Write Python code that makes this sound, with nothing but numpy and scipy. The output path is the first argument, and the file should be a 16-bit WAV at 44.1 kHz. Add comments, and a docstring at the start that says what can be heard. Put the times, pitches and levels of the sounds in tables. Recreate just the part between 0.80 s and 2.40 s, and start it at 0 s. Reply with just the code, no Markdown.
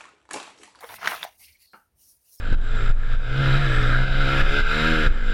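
"""A stiff glossy page bent over by hand rustles, buckles and snaps flat: gritty noise plus decaying rings.
The book itself then rings briefly, as two more such rings; a short room tail follows all of these.
Fingers slide over the paper in faint hissing strokes, made of streaky filtered noise.
The moving page pushes soft low puffs of air; one tap on the book excites blurred modes of its pages.
Low rumble and a faint floor lie beneath."""
import sys
import numpy as np
from scipy import signal
from scipy.fft import rfft, irfft, next_fast_len
from scipy.io import wavfile
from scipy.ndimage import uniform_filter1d, map_coordinates

SR = 44100
rng = np.random.default_rng(int(sys.argv[2]) if len(sys.argv) > 2 else 0)


def unload_wav(signal):
    """Save mono or channel-first audio to the path in sys.argv[1] as 16-bit WAV at rate SR, clipped to [-1, 1]."""
    wavfile.write(
        sys.argv[1],
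        SR,
        np.round(np.clip(np.atleast_2d(signal).T, -1, 1) * 32767).astype(np.int16),
    )


def rack_gain(trim_db):
    """Turn a fader trim in dB into the linear factor to multiply a signal by."""
    fader = np.asarray(trim_db, float)
    return 10 ** (fader / 20)


N = 70560

# Flexing of the sheet: time_s, lower_range_db, upper_range_db
FLEX = [(0, -69.5, -64), (.008, -53, -67), (.022, -50, -57), (.03, -44.5, -60.5), (.055, -45.5, -59),
        (.066, -54.5, -53), (.088, -52.5, -53), (.094, -40, -49), (.13, -49.5, -50.5), (.143, -41, -50.5),
        (.165, -124, -49.5), (.185, -45.5, -57.5), (.208, -51, -50), (.218, -42, -46), (.255, -33.5, -39.5),
        (.29, -38, -37.5), (.33, -36, -41.5), (.352, -38.5, -41), (.365, -45.5, -42.5), (.42, -53.5, -49),
        (.434, -44, -41), (.46, -51.5, -49), (.5, -71, -60), (.57, -85.5, -74.5)]
# Bending sheet, lower range: freq_hz, relative_db_per_hz
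LOW_SPECTRUM = [(60, -58.5), (150, -24.5), (350, -17.5), (550, -12.5), (750, -4), (960, -5), (1400, -7),
                (2200, -9.5), (2900, -36), (4800, -120)]
# Bending sheet, crisp upper range: freq_hz, relative_db_per_hz
HIGH_SPECTRUM = [(1180, -20), (2000, 0), (4460, -9), (4850, -13.5), (5260, -10.5), (7500, -22), (9750, -46),
                 (16500, -120)]
# Treble hiss of skin on paper: time_s, level_db (before HISS_GAIN_DB)
SLIDE = [(0.0, -71.5), (0.008, -51.5), (0.022, -56.5), (0.164, -47), (0.178, -57.5), (0.2, -60.5),
         (0.284, -41.5), (0.328, -41), (0.414, -54), (0.444, -39), (0.458, -59), (0.566, -67.5),
         (0.606, -52), (0.64, -51.5), (0.738, -65.5), (0.774, -74), (0.82, -57.5), (0.908, -73.5),
         (0.97, -65), (1.09, -82), (1.148, -83.5), (1.194, -60), (1.234, -56), (1.278, -60.5),
         (1.314, -55.5), (1.402, -72), (1.506, -56), (1.542, -52), (1.576, -58.5), (1.6, -55.5)]
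# Skin hiss: freq_hz, relative_db_per_hz
HISS_SPECTRUM = [(2500, -27), (3500, -18.5), (3800, -12.5), (5700, -4.5), (7200, -7.5), (8500, -3.5),
                 (10500, -1.5), (16000, -4)]
# Strokes that sing in one band: start_s, rise_s, hold_s, fall_s, relative_db, centre_hz, width_hz (per pass)
STROKES = [(0.149, 0.012, 0.011, 0.014, -56, 3800, 700), (0.183, 0.013, 0.023, 0.026, -57, 5500, 800),
           (0.591, 0.043, 0.067, 0.16, -61.5, 2200, 444), (0.595, 0.042, 0.062, .09, -65, 2840, 706),
           (.59, 0.059, 0.026, 0.17, -62.5, 4550, 1800), (0.584, 0.022, 0.025, 0.028, -72.5, 840, 513),
           (.79, 0.021, 0.14, .05, -65.5, 4400, 700), (.8, .02, .04, .03, -72, 2710, 505),
           (.81, .02, 0.027, .03, -78, 1974, 291), (1.178, .03, 0.044, 0.055, -79, 2956, 495),
           (1.19, 0.051, .1, 0.027, -68, 5787, 898), (1.44, .04, 0.047, .06, -79.5, 2710, 400),
           (1.5, 0.033, .03, .03, -66.5, 5820, 1500), (1.57, .025, .02, .02, -60, 5403, 700)]
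# Low rumble: time_s, rms_db
RUMBLE = [(0.0, -71.5), (0.236, -69), (0.31, -68), (0.436, -79), (0.588, -70.5), (0.966, -81),
          (1.158, -71.5), (1.318, -75.5), (1.6, -86)]
# Low rumble: freq_hz, relative_db_per_hz
RUMBLE_SPECTRUM = [(13, -38), (25, -9), (70, -2), (146, -13.5), (260, -16.5), (450, -22), (1100, -29),
                   (2000, -58)]
# Steady floor: freq_hz, relative_db_per_hz
FLOOR_SPECTRUM = [(150, -50), (250, -22), (421, -6), (1380, -13), (1760, -11), (16000, -28.5)]
# Decay of the room: freq_hz, t60_s
ROOM_DECAY = [(300, .22), (1500, 0.15), (6000, 0.067), (14000, .07)]
# Buckling of the sheet; the last two rows are the book ringing:
# start_s, relative_db, pitch_hz, cycles_to_minus_60_db, crack_share (0-1)
SNAPS = [(.008, -41.5, 2940, 3, .8), (.027, -37, 937, 26.5, .1), (.033, -35, 990, 13, .2),
         (.039, -33, 499, 21, .1), (.044, -31, 1500, 10, .3), (.054, -38, 900, 11, .2),
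         (.091, -30, 1810, 13, .4), (0.107, -37, 920, 21, .1), (.125, -38, 900, 12, .2),
         (.142, -27, 1900, 14.5, .3), (.215, -33, 1380, 15.5, .1), (0.2304, -26, 1410, 23.5, .1),
         (0.2444, -24, 1440, 19.5, .2), (.248, -23.5, 1480, 22.5, 0.3), (.2585, -22, 3000, 16, .2),
         (0.2596, -16.5, 1430, 16, .3), (.274, -5, 1836, 10, 0.21), (0.2749, -20.5, 4590, 23.5, .4),
         (0.277, -10, 1500, 12, .4), (0.286, -22.5, 1592, 13, .2), (.32, -26, 1440, 20, .1),
         (0.342, -24, 1260, 20.5, .1), (.361, -28.5, 4360, 16, .3), (0.4295, -18, 3600, 24.5, 0.36),
         (.4295, -20, 1920, 12, 0.4), (0.4295, -24.5, 943, 9, 0), (0.434, -31, 1027, 2.5, 0.2),
         (.4492, -24, 783, 12.5, .1), (.462, -41.5, 797, 66, .05)]
# Wide crack at the edge of each ring: freq_hz, relative_db_per_hz
CRACK_SPECTRUM = [(200, -49), (500, -16), (900, -5), (1900, -1), (2800, -3.5), (3600, -0.5), (5000, -12),
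                  (7000, -15.5), (12000, -42.5), (16000, -46)]
# Air pushed by page and book: peak_s, rms_db (at peak), half_length_s (to 1/e), centre_hz
PUFFS = [(0.154, -62.5, 0.06, 95), (.16, -64, .04, 185), (0.271, -51.5, 0.033, 190),
         (0.427, -63.5, 0.033, 180), (0.7, -62.5, 0.032, 70)]
# Tap on the book: start_s, level_db (each mode's level adds to it)
TAP = [(.9325, -47)]
# Blurred modes of the closed pages: freq_hz, width_hz (per pass), relative_db, t60_s
BOOK_MODES = [(219, 155, -10, 0.18), (497, 220, -8, 0.17), (855, 260, -3.5, 0.23), (1380, 320, 2, 0.24),
              (2200, 560, -9.5, .14), (2810, 350, -16.5, 0.23)]

CREASES_PER_S, CREASE_SPREAD_DB, CREASE_SHARE = 830, 2, 0.54
STREAK_DB, HISS_GAIN_DB = 3.5, 1
FLOOR_DB, ROOM_DB = -82.5, -13.5
CRACK_T60_S, SNAP_GAIN_DB = 0.008, 0.5
SAG_PER_S = 2.5  # fractional pitch fall of a ring as the paper relaxes
SMALL_HZ = 344  # a small patch of paper radiates little below this
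PUFF_WIDTH = 0.34  # width over centre, per pass
TAP_ATTACK_S = 0.00072
NOTCH_HZ, NOTCH_HALF_WIDTH_HZ, NOTCH_DB = 7664, 260, -11


def unit(x):
    """Scaled to rms 1."""
    return x / np.sqrt(np.mean(x ** 2) + 1e-20)


def along(points, hz):
    """(Hz, value) points interpolated on a log frequency axis."""
    f, v = np.transpose(points)
    return np.interp(np.log(hz + 1), np.log(f + 1), v)


def curves(rows):
    """One value per sample for each column after the time."""
    s, *cols = np.transpose(rows)
    return [np.interp(np.arange(N) / SR, s, c) for c in cols]


def wobble(knots_per_s):
    """Smooth random curve through normally distributed knots."""
    knots = rng.standard_normal(int(N * knots_per_s / SR) + 4)
    return map_coordinates(knots, [np.arange(N) * knots_per_s / SR])


def filtered(x, response):
    """x through a complex response of frequency."""
    size = next_fast_len(len(x) + 8192)
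    return irfft(rfft(x, size) * response(np.fft.rfftfreq(size, 1 / SR)), size)[:len(x)]


def coloured(x, spectrum):
    """x through a (Hz, dB) spectrum, rms 1."""
    return unit(filtered(x, lambda hz: rack_gain(along(spectrum, hz))))


def peak(f, hz, width_hz):
    """Response of one causal resonance."""
    return 1j * f * width_hz / (hz * hz - f * f + 1j * f * width_hz + 1e-9)


def gritty(per_s, spread_db, share):
    """Noise mixed with a share of scattered clicks of uneven size."""
    size = rack_gain(spread_db * np.clip(rng.standard_normal(N), -2, 2))
    clicks = (rng.random(N) < per_s / SR) * rng.choice([-1, 1], N) * size
    share = np.clip(share, 0, 1)
    return share * unit(clicks) + (1 - share) * rng.standard_normal(N)


def streaky(x, depth_db):
    """Random gain in narrow, short-lived bands, rms 1."""
    z = signal.stft(x, nperseg=512)[2]
    field = uniform_filter1d(rng.standard_normal(z.shape), size=2, axis=0)  # over frequency
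    field = uniform_filter1d(field, size=7, axis=1)  # over time
    return unit(signal.istft(z * rack_gain(depth_db * unit(field)), nperseg=512)[1][:N])


def rustle():
    """Countless small creases in clumps excite the bending sheet."""
    lower_db, upper_db = curves(FLEX)
    flexing = np.arange(N) / SR < FLEX[-1][0]
    clumps_db = 2.5 * wobble(150)
    creases = gritty(CREASES_PER_S, CREASE_SPREAD_DB, CREASE_SHARE)
    low = coloured(creases, LOW_SPECTRUM) * rack_gain(lower_db + clumps_db)
    crisp = streaky(coloured(gritty(3300, 4, 0.5), HIGH_SPECTRUM), STREAK_DB)
    high = crisp * rack_gain(upper_db + 0.6 * clumps_db)
    return flexing * (low + high)


def fingers():
    """Skin on glossy paper: a fine gritty hiss, and strokes that sing in a band."""
    level_db, = curves(SLIDE)
    hiss = streaky(coloured(gritty(6600, 3.5, 0.57), HISS_SPECTRUM), STREAK_DB)
    out = hiss * rack_gain(level_db + HISS_GAIN_DB + 0.99 * wobble(90))
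    t = np.arange(N) / SR
    for start_s, rise_s, hold_s, fall_s, db, hz, width_hz in STROKES:
        corners_s = np.cumsum([start_s, rise_s, hold_s, fall_s])
        shape_db = np.interp(t, corners_s, [-8.5, 3, -1.5, -19], -90, -90)
        band = filtered(rng.standard_normal(N), lambda f: peak(f, hz, width_hz) ** 2)
        out += streaky(band, STREAK_DB) * rack_gain(db + shape_db + 2.47 * wobble(60.57))
    return out


def background():
    """Shaped noise: a varying low rumble and a faint steady floor."""
    rumble_db, = curves(RUMBLE)
    rumble = rack_gain(rumble_db) * coloured(rng.standard_normal(N), RUMBLE_SPECTRUM)
    floor = rack_gain(FLOOR_DB) * coloured(rng.standard_normal(N), FLOOR_SPECTRUM)
    return rumble + floor


def walls(x):
    """Room answer: delayed noise tail whose frequencies each die at their own speed."""
    hz, t, z = signal.stft(rng.standard_normal(SR // 2), SR, nperseg=256)
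    decay = rack_gain(-60 * t / along(ROOM_DECAY, hz)[:, None])
    tail = signal.istft(z * decay, SR, nperseg=256)[1]
    delayed = np.pad(x, (120, 0))  # samples
    return signal.fftconvolve(delayed, tail / np.linalg.norm(tail))[:N]


def snaps():
    """Each buckle, and lastly the book, rings at its own sagging pitch, with a wide crack at the edge."""
    out, t = np.zeros(N), np.arange(SR // 10) / SR
    for start_s, db, hz, cycles, crack in SNAPS:
        near_hz = hz * np.exp(rng.normal(0, 0.12, (2, 1)))
        swell = rack_gain(-60 * t * hz / cycles) * (1 - np.exp(-t * hz / 0.83))
        main = np.sin(2 * np.pi * hz * t * (1 - SAG_PER_S * t / 2))
        neighbours = np.sin(2 * np.pi * near_hz * t).sum(0)  # these hold their pitch
        ring = swell * (main + 0.4 * neighbours)
        edge = coloured(rng.standard_normal(len(t)), CRACK_SPECTRUM) * rack_gain(-60 * t / CRACK_T60_S)
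        snap = 1.62 * (1 - crack) * ring + 1.2 * abs(crack) * edge
        out[round(start_s * SR):][:len(t)] += rack_gain(db + SNAP_GAIN_DB) * snap
    return out


def puffs():
    """The swinging page and book push soft low puffs of air: band noise under bell-shaped swells."""
    out, t = np.zeros(N), np.arange(N) / SR
    for peak_s, db, half_length_s, hz in PUFFS:
        band = unit(filtered(rng.standard_normal(N), lambda f: peak(f, hz, PUFF_WIDTH * hz) ** 2))
        out += rack_gain(db) * np.exp(-((t - peak_s) / half_length_s) ** 2) * band
    return out


def tap():
    """A tap on the book: blurred modes start together and each fades at its own speed."""
    out, t = np.zeros(N), np.arange(SR // 3) / SR
    attack = 1 - np.exp(-t / TAP_ATTACK_S)
    for start_s, level_db in TAP:
        for hz, width_hz, db, t60_s in BOOK_MODES:
            mode = unit(filtered(rng.standard_normal(len(t)), lambda f: peak(f, hz, width_hz) ** 2))
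            fade = rack_gain(level_db + db - 60 * t / t60_s)
            out[round(start_s * SR):][:len(t)] += fade * attack * mode
    return out


def scene():
    """Page and book rings with their room tail, then puffs, tap, fingers and background."""
    radiation = lambda f: (1j * f / (SMALL_HZ + 1j * f)) ** 2
    paper = rustle() + filtered(snaps(), radiation)
    room = rack_gain(ROOM_DB) * walls(paper)
    return (paper + room + puffs() + tap() + fingers() + background())[None]


def roll_off(x):
    """The treble ends steeply here."""
    return signal.sosfilt(signal.butter(12, 16380, fs=SR, output="sos"), x)


def record(dry):
    """Microphone with a narrow dip in its response."""
    dip = lambda f: rack_gain(NOTCH_DB * np.exp(-((f - NOTCH_HZ) / NOTCH_HALF_WIDTH_HZ) ** 2))
    mix = filtered(dry[0], dip)[None]
    return roll_off(mix)


dry = scene()
out = record(dry)
unload_wav(out)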